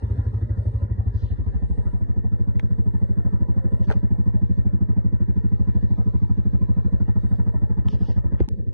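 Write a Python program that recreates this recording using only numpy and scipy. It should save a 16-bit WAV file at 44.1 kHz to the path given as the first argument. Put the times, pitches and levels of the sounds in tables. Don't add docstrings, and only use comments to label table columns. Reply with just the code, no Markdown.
import sys
import numpy as np
from scipy import signal
from scipy.fft import rfft, irfft, next_fast_len
from scipy.io import wavfile
from scipy.ndimage import uniform_filter1d

SR = 44100
rng = np.random.default_rng(int(sys.argv[2]) if len(sys.argv) > 2 else 0)


def master(y):
    cut = np.clip(np.atleast_2d(y).T, -1, 1)
    pcm = np.round(cut * 32767)
    wavfile.write(sys.argv[1], SR, pcm.astype(np.int16))


def decibels_to_gain(level_db):
    exponent = np.asarray(level_db, float) / 20
    return 10 ** exponent


N = 384993

# f/Hz, level/dB, t60/s, lag after firing/ms
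CHAMBERS = [
    (54.9, -23.8, 0.156, -5.04),
    (75.2, -14.2, 0.053, 5.26),
    (107.6, -15.2, 0.092, 9.72),
    (158.9, -16.9, 0.036, 2.71),
    (193.5, -22.8, 0.036, 14.11),
    (324.4, -35.7, 0.07, 4.7),
    (327.8, -33.2, 0.047, 9.55),
]
# f/Hz, density/dB per Hz
PUFF_SPECTRUM = [(30, 7), (100, 12), (200, 3.5), (345, -7.5), (430, -3.5), (520, -7.5), (690, -6),
                 (780, -11.5), (950, -15.5), (1050, -20), (1250, -17), (1550, -20.5), (2050, -30),
                 (2300, -40)]
# f/Hz, depth/dB
PULSE_DEPTH = [(100, 9.6), (400, 5.5), (900, 11), (1300, 9), (1800, 7), (3500, 10), (8000, 5.4)]
# lag after firing/ms, share/1, length/ms
PIPE_ECHOES = [
    (3.22, 0.9, 2.7),
    (12.5, 0.8, 7.5),
    (23.7, 0.71, 5.4),
    (35.3, 0.85, 3.5),
]
# t/s, share/1
PUFF_BITE = [(0, 0.59), (2, .85), (3, 1), (5, 0.86), (6.5, 1.13), (7.6, 1.31), (8.73, 1.05)]
# f/Hz, density/dB per Hz
CLATTER_SPECTRUM = [(2100, -4.5), (2340, -5), (2520, -11.5), (2800, 2), (3100, -2.5), (3500, 1.5),
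                    (4000, -22), (4700, -5), (5600, -14.5), (6500, -13), (7700, -8.5), (8100, -11.5),
                    (9200, -7.5), (10400, -17.5), (11000, -23)]
# t/s, level/dB, f/Hz, t60/s
SHORT_RINGS = [(2.596, -28, 1240, 0.0028), (2.5964, -16, 2010, 0.0031), (2.5985, -19.5, 713, 0.0061),
               (2.6035, -41.5, 2005, 0.0048), (2.6545, -49, 5550, 0.0036), (3.885, -42.5, 2210, 0.01),
               (3.892, -32.5, 906, 0.02), (3.9012, -43.5, 4250, 0.004), (3.9016, -19.5, 1600, 0.0068),
               (3.904, -15.5, 729, 0.019), (3.907, -22, 408, 0.037), (3.9115, -42, 4200, 0.013),
               (3.912, -19, 1462, 0.0091), (3.9125, -28, 2290, 0.0012), (3.915, -13.5, 647, 0.018),
               (3.9185, -26, 413, 0.033), (3.9195, -28.5, 1380, 0.016), (3.92, -35, 3080, 0.0071),
               (3.9255, -38, 3150, .005), (3.872, -50, 4300, .008), (3.885, -48, 4300, .008),
               (3.9245, -34, 4340, 0.0035), (3.926, -28.5, 1100, 0.0095), (3.927, -35.5, 1940, 0.013),
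               (3.933, -32.5, 556, 0.041), (3.938, -32.5, 790, 0.024), (7.09, -35.5, 840, .03),
               (7.168, -36, 840, .03), (7.552, -39, 910, .02), (7.776, -40, 884, 0.023),
               (7.8855, -38, 1710, 0.0067), (7.8865, -45, 5320, 0.0069), (7.885, -30.5, 3076, 0.0071),
               (7.886, -26.5, 960, 0.0094), (7.889, -11, 159, 0.032), (8.172, -47.5, 1200, 0.12),
               (8.4048, -7.5, 341, 0.028), (8.481, -8, 191, 0.016), (8.485, -29, 810, .012)]
# f/Hz, phase/rad
PHASE_TURN = [(138, 3.1416), (155, 3.8), (185, 4.6), (260, 5.8), (345, 6.3), (480, 6.6), (650, 9.1),
              (775, 10.2), (900, 12.5), (950, 12.7), (1120, 15.7), (1250, 16.7), (1400, 14.6), (1550, 15.2),
              (1770, 12.6), (2450, 12.4), (2600, 10.4), (2870, 10.6), (3000, 9.5), (3350, 9.4), (3700, 6.3),
             (4450, 6.2), (4800, 3.1), (5500, 3.1), (6000, 6.3), (6900, 6.3), (7200, 9.4), (7750, 9.4),
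             (9000, 15.7), (12000, 15.7)]
# t/s, f/Hz
IN_STEP_EDGE = [(0, 146), (.85, 144), (1.08, 116), (1.45, 98), (1.6, 72), (2.0, 50), (2.15, 5), (8.73, 5)]
# f/Hz, share/1
RIGHT_LOOSE = [(150, .02), (300, .3), (500, .5), (700, .5), (1000, .3), (1150, .2), (1350, .45), (1900, .12),
               (2500, .8), (3100, .3), (4000, .7), (5100, .75), (6300, .8), (7400, .45), (8600, .7)]
# f/Hz, level/dB
FAR_DULLING = [(400, 5.5), (650, -1), (850, -9.5), (1500, -20), (1750, -3), (2000, -9), (2300, -19)]
# start/s, full/s, fading/s, end/s, level/dB
SWISHES = [
    (3.816, 3.825, 3.855, 3.865, -64),
    (3.86, 3.91, 3.93, 3.952, -65),
    (7.86, 7.89, 7.945, 7.975, -57.5),
    (7.985, 8.05, 8.115, 8.14, -59),
    (8.11, 8.14, 8.17, 8.22, -70),
    (8.375, 8.40, 8.41, 8.44, -76),
]
# f/Hz, level/dB
SWISH_COLOUR = [(2500, 5), (3100, 6), (3600, 3.5), (4000, 2), (4600, 5), (5500, 3), (6200, -1), (6600, -6)]
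# start/s, full/s, fading/s, end/s, low f/Hz, high f/Hz, level/dB
SCRAPES = [
    (1.12, 1.17, 1.23, 1.28, 3000, 5500, -67),
    (1.17, 1.219, 1.31, 1.36, 2710, 4500, -67),
    (2.592, 2.592, 2.6, 2.612, 1200, 3200, -55.5),
    (3.875, 3.898, 3.925, 3.95, 700, 2490, -48),
    (8.374, 8.386, 8.43, 8.475, 700, 1990, -57),
    (8.38, 8.401, 7.4, 8.7, 2000, 4000, -66),
]
# f/Hz, level/dB
LOW_LIFT = [(22, -1), (32, -7), (48, 10), (62, 5.5)]
# f/Hz, level/dB
TAIL_PIPE = [(600, 0), (690, -3), (760, 0), (850, -5), (920, -3), (1020, 3.5), (1140, 4), (1260, -1),
             (1400, 0), (1520, -3.5), (1650, 0.5), (1900, 3.5), (2100, -1), (2250, -4)]
# start/s, end/s, low f/Hz, high f/Hz
TREBLE_IN_STEP = (7.84, 8.2, 2500, 7000)
# t/s, speed/rpm
SPEED = [(0.0, 1591.1), (0.4, 1491.4), (1.2, 1469.9), (1.6, 1544.1), (2.25, 1549.7), (3.15, 1549.3),
         (3.4, 1512.6), (3.8, 1553.5), (4.8, 1530.3), (5.15, 1511.8), (5.75, 1562.0), (6.0, 1529.5),
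         (6.8, 1523.5), (7.1, 1562.5), (7.8, 1552.2), (8.4, 1507.5)]
# t/s, nearness to silencer/dB, facing the tail pipe/dB
WALK = [(0, -16, 7), (.4, -12.5, 4.5), (1.2, -11, 2), (2, -8, 1.5), (2.4, -6.5, -0.5), (2.8, -5.5, 0),
        (3.6, -4.5, 3.5), (4.4, -3, 0.5), (6.8, -3.5, 0.5), (7.2, -4, 0), (8, -6, 2), (8.73, -6, 1)]
# centre/s, half length/s, low rustle/dB, high rustle/dB
STIRS = [(.08, 0.41, -72.5, -82), (0.718, 0.13, -76.5, -81), (1.344, 0.31, -78, -93),
         (1.837, 0.17, -79.5, -76.5), (2.703, 0.28, -91.5, -87.5), (3.247, 0.4, -90.5, -85.5),
         (3.752, 0.1, -85, -83), (3.942, 0.062, -71, -85.5), (4.2, 0.17, -92.5, -84), (4.517, .1, -78, -96),
         (5.799, 0.4, -79, -100), (6.6, 0.71, -79, -101), (7.279, 0.098, -75, -80.5),
         (7.518, 0.18, -92, -85), (8.002, 0.11, -74, -85), (8.444, 0.22, -90.5, -102.5)]
# t/s, level/dB, f/Hz, t60/s
BUMPS = [
    (8.4035, -27, 1100, 0.0084),
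    (8.4033, -37.5, 1900, 0.0052),
    (7.4, -24, 760, 0.0055),
    (8.4066, -15, 350, 0.018),
    (8.431, -10, 32, 0.076),
    (8.4086, -5, 49, 0.07),
]
# start/s, length/s
LOCKS = [(2.304, 0.13), (2.547, 0.0084), (2.619, 0.12), (2.838, 0.07), (3.053, 0.33), (3.478, 0.12),
         (3.66, 0.02), (3.755, 0.096), (3.98, 0.025), (4.052, 0.031), (4.155, 0.18), (4.535, 0.04),
         (4.88, 0.053), (4.99, 0.075), (5.243, 0.012), (5.437, 0.098), (5.911, 0.15), (6.313, 0.022),
         (6.454, 0.018), (7.166, 0.029), (7.363, 0.063), (7.453, 0.097), (7.69, 0.06), (8.05, 0.062)]
# t/s, f/Hz, phase/rad
LEAKS = [(3.21, 110, 0.16), (3.79, 95, .12), (4.07, 95, 0.21), (4.27, 115, .15), (4.52, 110, 0.16),
         (5.93, 105, .12), (5.98, 100, 0.22), (6.35, 105, 0.21), (7.48, 90, 0.27), (2.4, 110, 0.071)]
# t/s, low f/Hz, high f/Hz, phase/rad, lag/ms
CLOSE_TOUCHES = [(1.17, 3500, 5400, 1.3, 0), (1.23, 2900, 5600, 1.5, 0), (1.29, 2600, 4800, 1.3, 0),
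                 (3.835, 2700, 4700, .4, 0), (2.6, 1100, 3250, 6.4, .5), (2.6, 3250, 7000, 0, 0),
                 (3.91, 1100, 2400, 4.5, .5), (3.91, 2400, 5600, 2.1, 0), (8.41, 1100, 2300, 2.1, 0),
                 (8.41, 2300, 4700, 3.3, .5)]
# f/Hz, level/dB, t60/s, lag after firing/ms
SHELL_MODES = [
    (676, -1, 0.018, 1.6),
    (1020, 1, 0.027, 5),
    (1310, -7, 0.074, 3.5),
    (1850, -13, 0.009, 2.3),
    (434, -1, 0.074, 3.5),
]
# t/s, level/dB
HOOT = [(0, 2.5), (1.2, 7.5), (1.6, 18.5), (2.1, 17), (2.5, 3), (3.3, -1), (4.5, 1.5), (5.3, 5), (6.5, 3),
        (7.5, 1.5), (8.73, 0.5)]
# t/s, level/dB
KNOCK = [(0, -12), (1.5, -14), (2.4, -0.5), (3.3, 2.5), (4, -6), (5.5, -1), (6.8, 1.5), (7.1, 4.5),
         (7.8, 1), (8.4, -1.5), (8.5, -23), (8.73, -18)]
# f/Hz, |cosine|/1
PHASE_SNAP = [(600, .65), (2000, .65), (2300, .25), (9000, .3)]
# f/Hz, threshold/spreads
HOLES = [(600, -1.5), (1900, -1.4), (2150, -.6), (2300, -.2), (2700, -.6), (3200, -1.2), (4000, -.3),
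         (5000, -.8), (7500, -.8), (8000, -1.6), (10500, -1.6)]
# t/s, level/dB
WHISTLE_LEVEL = [(0, -21.5), (3.8, -15.5), (4.3, -5), (7.2, -5.5), (7.8, -11), (8.48, -17), (8.5, -22),
                 (8.73, -27)]

CHANGE_S = .0 + 8.4875


def rms_one(x):
    return x / np.sqrt(np.mean(x ** 2) + 1e-20)


def in_time(rows):
    s, *columns = np.transpose(rows)
    return [np.interp(np.arange(N) / SR, s, c) for c in columns]


def at_hz(points, hz):
    f, value = np.transpose(points)
    return np.interp(np.log(hz), np.log(f), value)


def colour(x, spectrum):
    size = next_fast_len(N)
    hz = np.maximum(np.fft.rfftfreq(size, 1 / SR), 1)
    return irfft(rfft(x, size) * decibels_to_gain(at_hz(spectrum, hz)), size)[:N]


def band_pass(x, order, low_hz, high_hz):
    return signal.sosfilt(signal.butter(order, [low_hz, high_hz], "band", fs=SR, output="sos"), x)


def drift(rate_hz):
    r = np.exp(-80 * np.pi * rate_hz / SR)
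    slow = signal.lfilter([1], [1, -2 * r, r * r], rng.standard_normal(N // 40 + 2002))[2000:]
    return np.interp(np.arange(N) / 40, np.arange(len(slow)), rms_one(slow))


def strike(at_s, sizes, shape):
    clicks = np.zeros(N)
    at = np.round(np.asarray(at_s) * SR).astype(int)
    inside = (at >= 0) & (at < N)
    clicks[at[inside]] = np.broadcast_to(sizes, at.shape)[inside]
    return signal.oaconvolve(clicks, shape)[:N]


def grains(per_s, spread_db):
    sizes = decibels_to_gain(spread_db * np.minimum(rng.exponential(1, (2, N)), 5))
    sizes = sizes * rng.choice([-1, 1], (2, N))
    return sizes * (rng.random((2, N)) < per_s / SR) + 1e-18


def banded(spectrum, source, gate, flicker_db):
    out = 0
    edges_hz = np.exp(np.arange(np.log(spectrum[0][0]), np.log(spectrum[-1][0]), np.log(2) / 4))
    for k, (low_hz, high_hz) in enumerate(zip(edges_hz, edges_hz[1:])):
        band = band_pass(source[k % 2], 3, low_hz, high_hz)
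        depth_db = at_hz(PULSE_DEPTH, np.sqrt(low_hz * high_hz))
        out = out + band * decibels_to_gain(depth_db * gate + flicker_db * drift(6.1))
    return rms_one(colour(out, spectrum))


def patchy(x, hole_db):
    hz, _, cells = signal.stft(x, SR, nperseg=1024, noverlap=768)
    hz = hz[:, None]
    chance = uniform_filter1d(rng.standard_normal(cells.shape), size=6, axis=1)
    chance = rms_one(uniform_filter1d(chance, size=4, axis=0))
    gain = np.where((chance < at_hz(HOLES, hz + 1)) & (hz > 600), decibels_to_gain(hole_db), 1)
    wander = uniform_filter1d(rng.standard_normal(cells.shape), size=24, axis=1)
    wander = rms_one(uniform_filter1d(wander, size=2, axis=0))
    gain = gain * decibels_to_gain(2.5 * wander * (hz < 2600))
    return signal.istft(cells * gain, SR, nperseg=1024, noverlap=768)[1][:N]


def grass():
    t = np.arange(N) / SR
    low, high = grains(per_s=16000, spread_db=2.0)
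    low = band_pass(low, 4, 2500, 6500)
    high = band_pass(high, 4, 7700, 10600)
    low_gain, high_gain = decibels_to_gain(-91.5), decibels_to_gain(-102)
    for s, half, low_db, high_db in STIRS:
        moments = [s - 1.5 * half, s - half / 2, s + half / 2, s + 1.5 * half]
        swell = np.interp(t, moments, [0, 1, 1, 0])
        low_gain = low_gain + decibels_to_gain(low_db) * swell
        high_gain = high_gain + decibels_to_gain(high_db) * swell
    swish_gain = 0
    for *moments, level_db in SWISHES:
        swish_gain = swish_gain + decibels_to_gain(level_db) * np.interp(t, moments, [0.0074, 0.57, 0.79, 0.0033])
    swish = rms_one(colour(low, SWISH_COLOUR))
    low = rms_one(colour(low, [(2500, 10.0), (4200, 4.5), (5500, 2.5), (6500, -7.5)]))
    high = rms_one(colour(high, [(7900, -14), (8000, 1.5), (9000, 0.0), (9800, -1.5), (10500, -10)]))
    return swish_gain * swish + low_gain * low + high_gain * high


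def scrapes():
    out, t = np.zeros(N), np.arange(N) / SR
    grit = grains(per_s=5000, spread_db=3.0)
    for k, (*moments, low_hz, high_hz, level_db) in enumerate(SCRAPES):
        drag = rms_one(band_pass(grit[k % 2], 3, low_hz, high_hz))
        out += decibels_to_gain(level_db) * np.interp(t, moments, [0, 1, 1, 0]) * drag
    return out


def touches(rows, sag):
    out, t = np.zeros(N), np.arange(SR // 6) / SR
    for s, level_db, hz, t60 in rows:
        turns = hz * (t + sag * t60 / 6 * (1 - np.exp(-6 * t / t60)))
        ring = decibels_to_gain(level_db - 60 * t / t60) * np.minimum(1, t * hz) * np.sin(2 * np.pi * turns)
        crack_db = level_db + min(-29.5 + 9.5 * np.log2(hz / 1000), -12)
        crack = decibels_to_gain(crack_db - 60 * t / .008) * rng.standard_normal(len(t))
        crack = signal.lfilter([.5], [1, -.5], crack)
        at = round(s * SR)
        out[at:at + len(t)] += (ring + crack)[:N - at]
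    return out


def firings():
    first_s, first_after_s, rpm_after = .0218, 8.5068, 1521
    s = np.arange(-SR // 10, N) / SR
    cycles = np.cumsum(np.interp(s, *np.transpose(SPEED))) / 120 / SR
    cycles -= np.interp(first_s, s, cycles)
    before = np.interp(np.arange(-1, cycles[-1]), cycles, s)
    after = np.arange(first_after_s, N / SR + .05, 120 / rpm_after)
    return np.r_[before[before < CHANGE_S - .02], after]


def puff_gate(fired):
    ms = np.arange(SR // 12) / SR * 1000
    shape = sum(share * np.exp(-((ms - lag_ms - 8) / wide_ms) ** 2) for lag_ms, share, wide_ms in PIPE_ECHOES)
    return strike(fired - .008, decibels_to_gain(.6 * rng.standard_normal(len(fired))), shape)


def clatter(gate):
    return banded(CLATTER_SPECTRUM, grains(per_s=9000, spread_db=3.0), gate, flicker_db=2.5)


def whistle(gate):
    f_hz, width_hz, level_db = 2360, 110, -75
    b, a = signal.iirpeak(f_hz, f_hz / width_hz, fs=SR)
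    sung = rng.standard_normal(N) * decibels_to_gain(12.0 * gate)
    sung = signal.lfilter(b, a, signal.lfilter(b, a, sung))
    return decibels_to_gain(level_db + in_time(WHISTLE_LEVEL)[0]) * rms_one(sung)


def pings(fired):
    out, t = np.zeros(N + SR), np.arange(SR // 12) / SR
    chance = rng.standard_normal((len(fired), len(SHELL_MODES), 2, 3))
    for k, (hz, mode_db, t60, lag_ms) in enumerate(SHELL_MODES):
        envelope = np.minimum(1, t * hz / 2) * np.exp(-np.log(1000) / t60 * t)
        for row, s in zip(chance[:, k], fired):
            hoot_db = np.interp(s, *np.transpose(HOOT)) if k == 0 else 0
            for knock, (size, pitch, late) in enumerate(row):
                at = round((s + (lag_ms + 8.2 * knock + 1.5 * late) / 1000) * SR)
                if at < 0:
                    continue
                level_db = mode_db + hoot_db - 15.0 * knock + 3 * size
                tone = np.sin(2 * np.pi * hz * (1 + .03 * pitch) * t)
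                out[at:at + len(t)] += decibels_to_gain(level_db) * envelope * tone
    return out[:N] * decibels_to_gain(-48 + in_time(KNOCK)[0])


def puffs(gate):
    gas = banded(PUFF_SPECTRUM, rng.standard_normal((2, N)), gate * in_time(PUFF_BITE)[0], flicker_db=.7)
    gas = colour(gas, TAIL_PIPE)
    return np.where(np.arange(N) < CHANGE_S * SR, gas, colour(gas, FAR_DULLING))


def exhaust(fired):
    boom, bark, t = np.zeros(N), np.zeros(N), np.arange(SR // 4) / SR
    chance = rng.standard_normal((len(fired), len(CHAMBERS), 2))
    for k, (hz, level_db, t60, lag_ms) in enumerate(CHAMBERS):
        fall = np.log(1000) / t60 * t
        shape = fall * np.exp(1 - fall) * np.sin(2 * np.pi * hz * t)
        at_s = fired + (lag_ms + .12 * chance[:, k, 0]) / 1000
        rung = strike(at_s, decibels_to_gain(level_db + .6 * chance[:, k, 1]), shape)
        if hz < 130:
            boom = boom + rung
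        else:
            bark = bark + rung
    return rms_one(boom), rms_one(bark)


def scene():
    t = np.arange(N) / SR
    near_db, facing_db = in_time(WALK)
    far = np.interp(t, [CHANGE_S - .017, CHANGE_S], [0, 1])
    duck = decibels_to_gain(np.interp(t, [8.462, 8.472, 8.477, 8.48], [0, -22, -22, 0]))
    fired = firings()
    gate = puff_gate(fired)
    boom, bark = exhaust(fired)
    throat = signal.sosfilt(signal.butter(3, 255, "high", fs=SR, output="sos"), bark)
    beat = decibels_to_gain(-23 + 0.44 * near_db - 4 * far) * colour(boom, LOW_LIFT)
    beat = beat + decibels_to_gain(-23.5 + near_db - 10.5 * far) * bark
    beat = beat + decibels_to_gain(-44.5 - 0.41 * near_db + 1.6 * facing_db - 10.5 * far) * throat
    hiss = decibels_to_gain(-38 + facing_db - 3.5 * far) * puffs(gate) + grass() + whistle(gate)
    hiss = hiss + decibels_to_gain(-77.5 - 0.12 * near_db - 8 * far) * clatter(gate)
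    engine = duck * (beat + patchy(hiss, hole_db=-30) + pings(fired))
    handling = scrapes() + touches(SHORT_RINGS, sag=.05) + touches(BUMPS, sag=1.5)
    return np.tile(engine + handling, (2, 1))


def bass_slip(s):
    waver = np.interp(s * SR, np.arange(N), drift(22))
    slip = (0.23 + 0.011 * (s - 2)) * np.maximum(1 + .35 * waver, 0)
    slip = slip * np.where(s > CHANGE_S, decibels_to_gain(-3.5), 1)
    for start, length in LOCKS:
        moments = [start - .03, start, start + length, start + length + 0.034]
        slip = slip * np.interp(s, moments, [1, .008, .008, 1])
    return slip + 0.65 * np.exp(-((s - BUMPS[-1][0] - .012) / 0.029) ** 2)


def widen(left):
    hz, s, cells = signal.stft(left, SR, nperseg=2048, noverlap=1792)
    hz = np.maximum(hz, 30)[:, None]
    slip = bass_slip(s) * (80 / hz) ** 1.1 * np.clip((145 - hz) / 60, 0, 1)
    for at, leak_hz, leak in LEAKS:
        slip = slip + leak * np.exp(-((s - at) / .025) ** 2 - ((hz - leak_hz) / 17) ** 2)
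    turn = np.interp(hz, *np.transpose(PHASE_TURN)) - slip
    edge_hz = np.interp(s, *np.transpose(IN_STEP_EDGE))
    turn = turn * np.clip((hz - edge_hz) / 20 + .5, 0, 1)
    start, end, low_hz, high_hz = TREBLE_IN_STEP
    turn = np.where((s > start) & (s < end) & (hz > low_hz) & (hz < high_hz), -.6, turn)
    blocks = rng.standard_normal((len(hz) // 8 + 1, len(s) // 8 + 1))
    loose = np.kron(blocks, np.ones((8, 8)))[:len(hz), :len(s)]
    turn = turn + 1.6 * np.clip(at_hz(RIGHT_LOOSE, hz), 0, 1) * (hz > 150) * loose
    snaps = (hz > 600) & (abs(np.cos(turn)) > at_hz(PHASE_SNAP, hz))
    turn = np.where(snaps, np.pi * np.round(turn / np.pi), turn)
    for at, low_hz, high_hz, phase, lag_ms in CLOSE_TOUCHES:
        near = (abs(s - at) < .04) & (hz > low_hz) & (hz < high_hz)
        turn = np.where(near, phase - 2 * np.pi * hz * lag_ms / 1000, turn)
    return signal.istft(cells * np.exp(1j * turn), SR, nperseg=2048, noverlap=1792)[1][:N]


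def low_pass(x):
    return signal.sosfilt(signal.butter(12, 11500, fs=SR, output="sos"), x)


def record(dry):
    pair = np.array([dry[0], widen(dry[1])])
    n = np.arange(90)
    click = np.exp(-n / 3.0) + .6 * np.exp(-n / 11.0) - .2 * np.exp(-n / 40.0)
    pair = pair + decibels_to_gain(-25) * strike([CHANGE_S + .0008], 1, click) * [[1], [-1.5]]
    mirror = decibels_to_gain(-66.0) * pair * np.cos(np.pi / 2 * np.arange(N))
    return low_pass(pair + mirror)


dry = scene()
out = record(dry)
master(out)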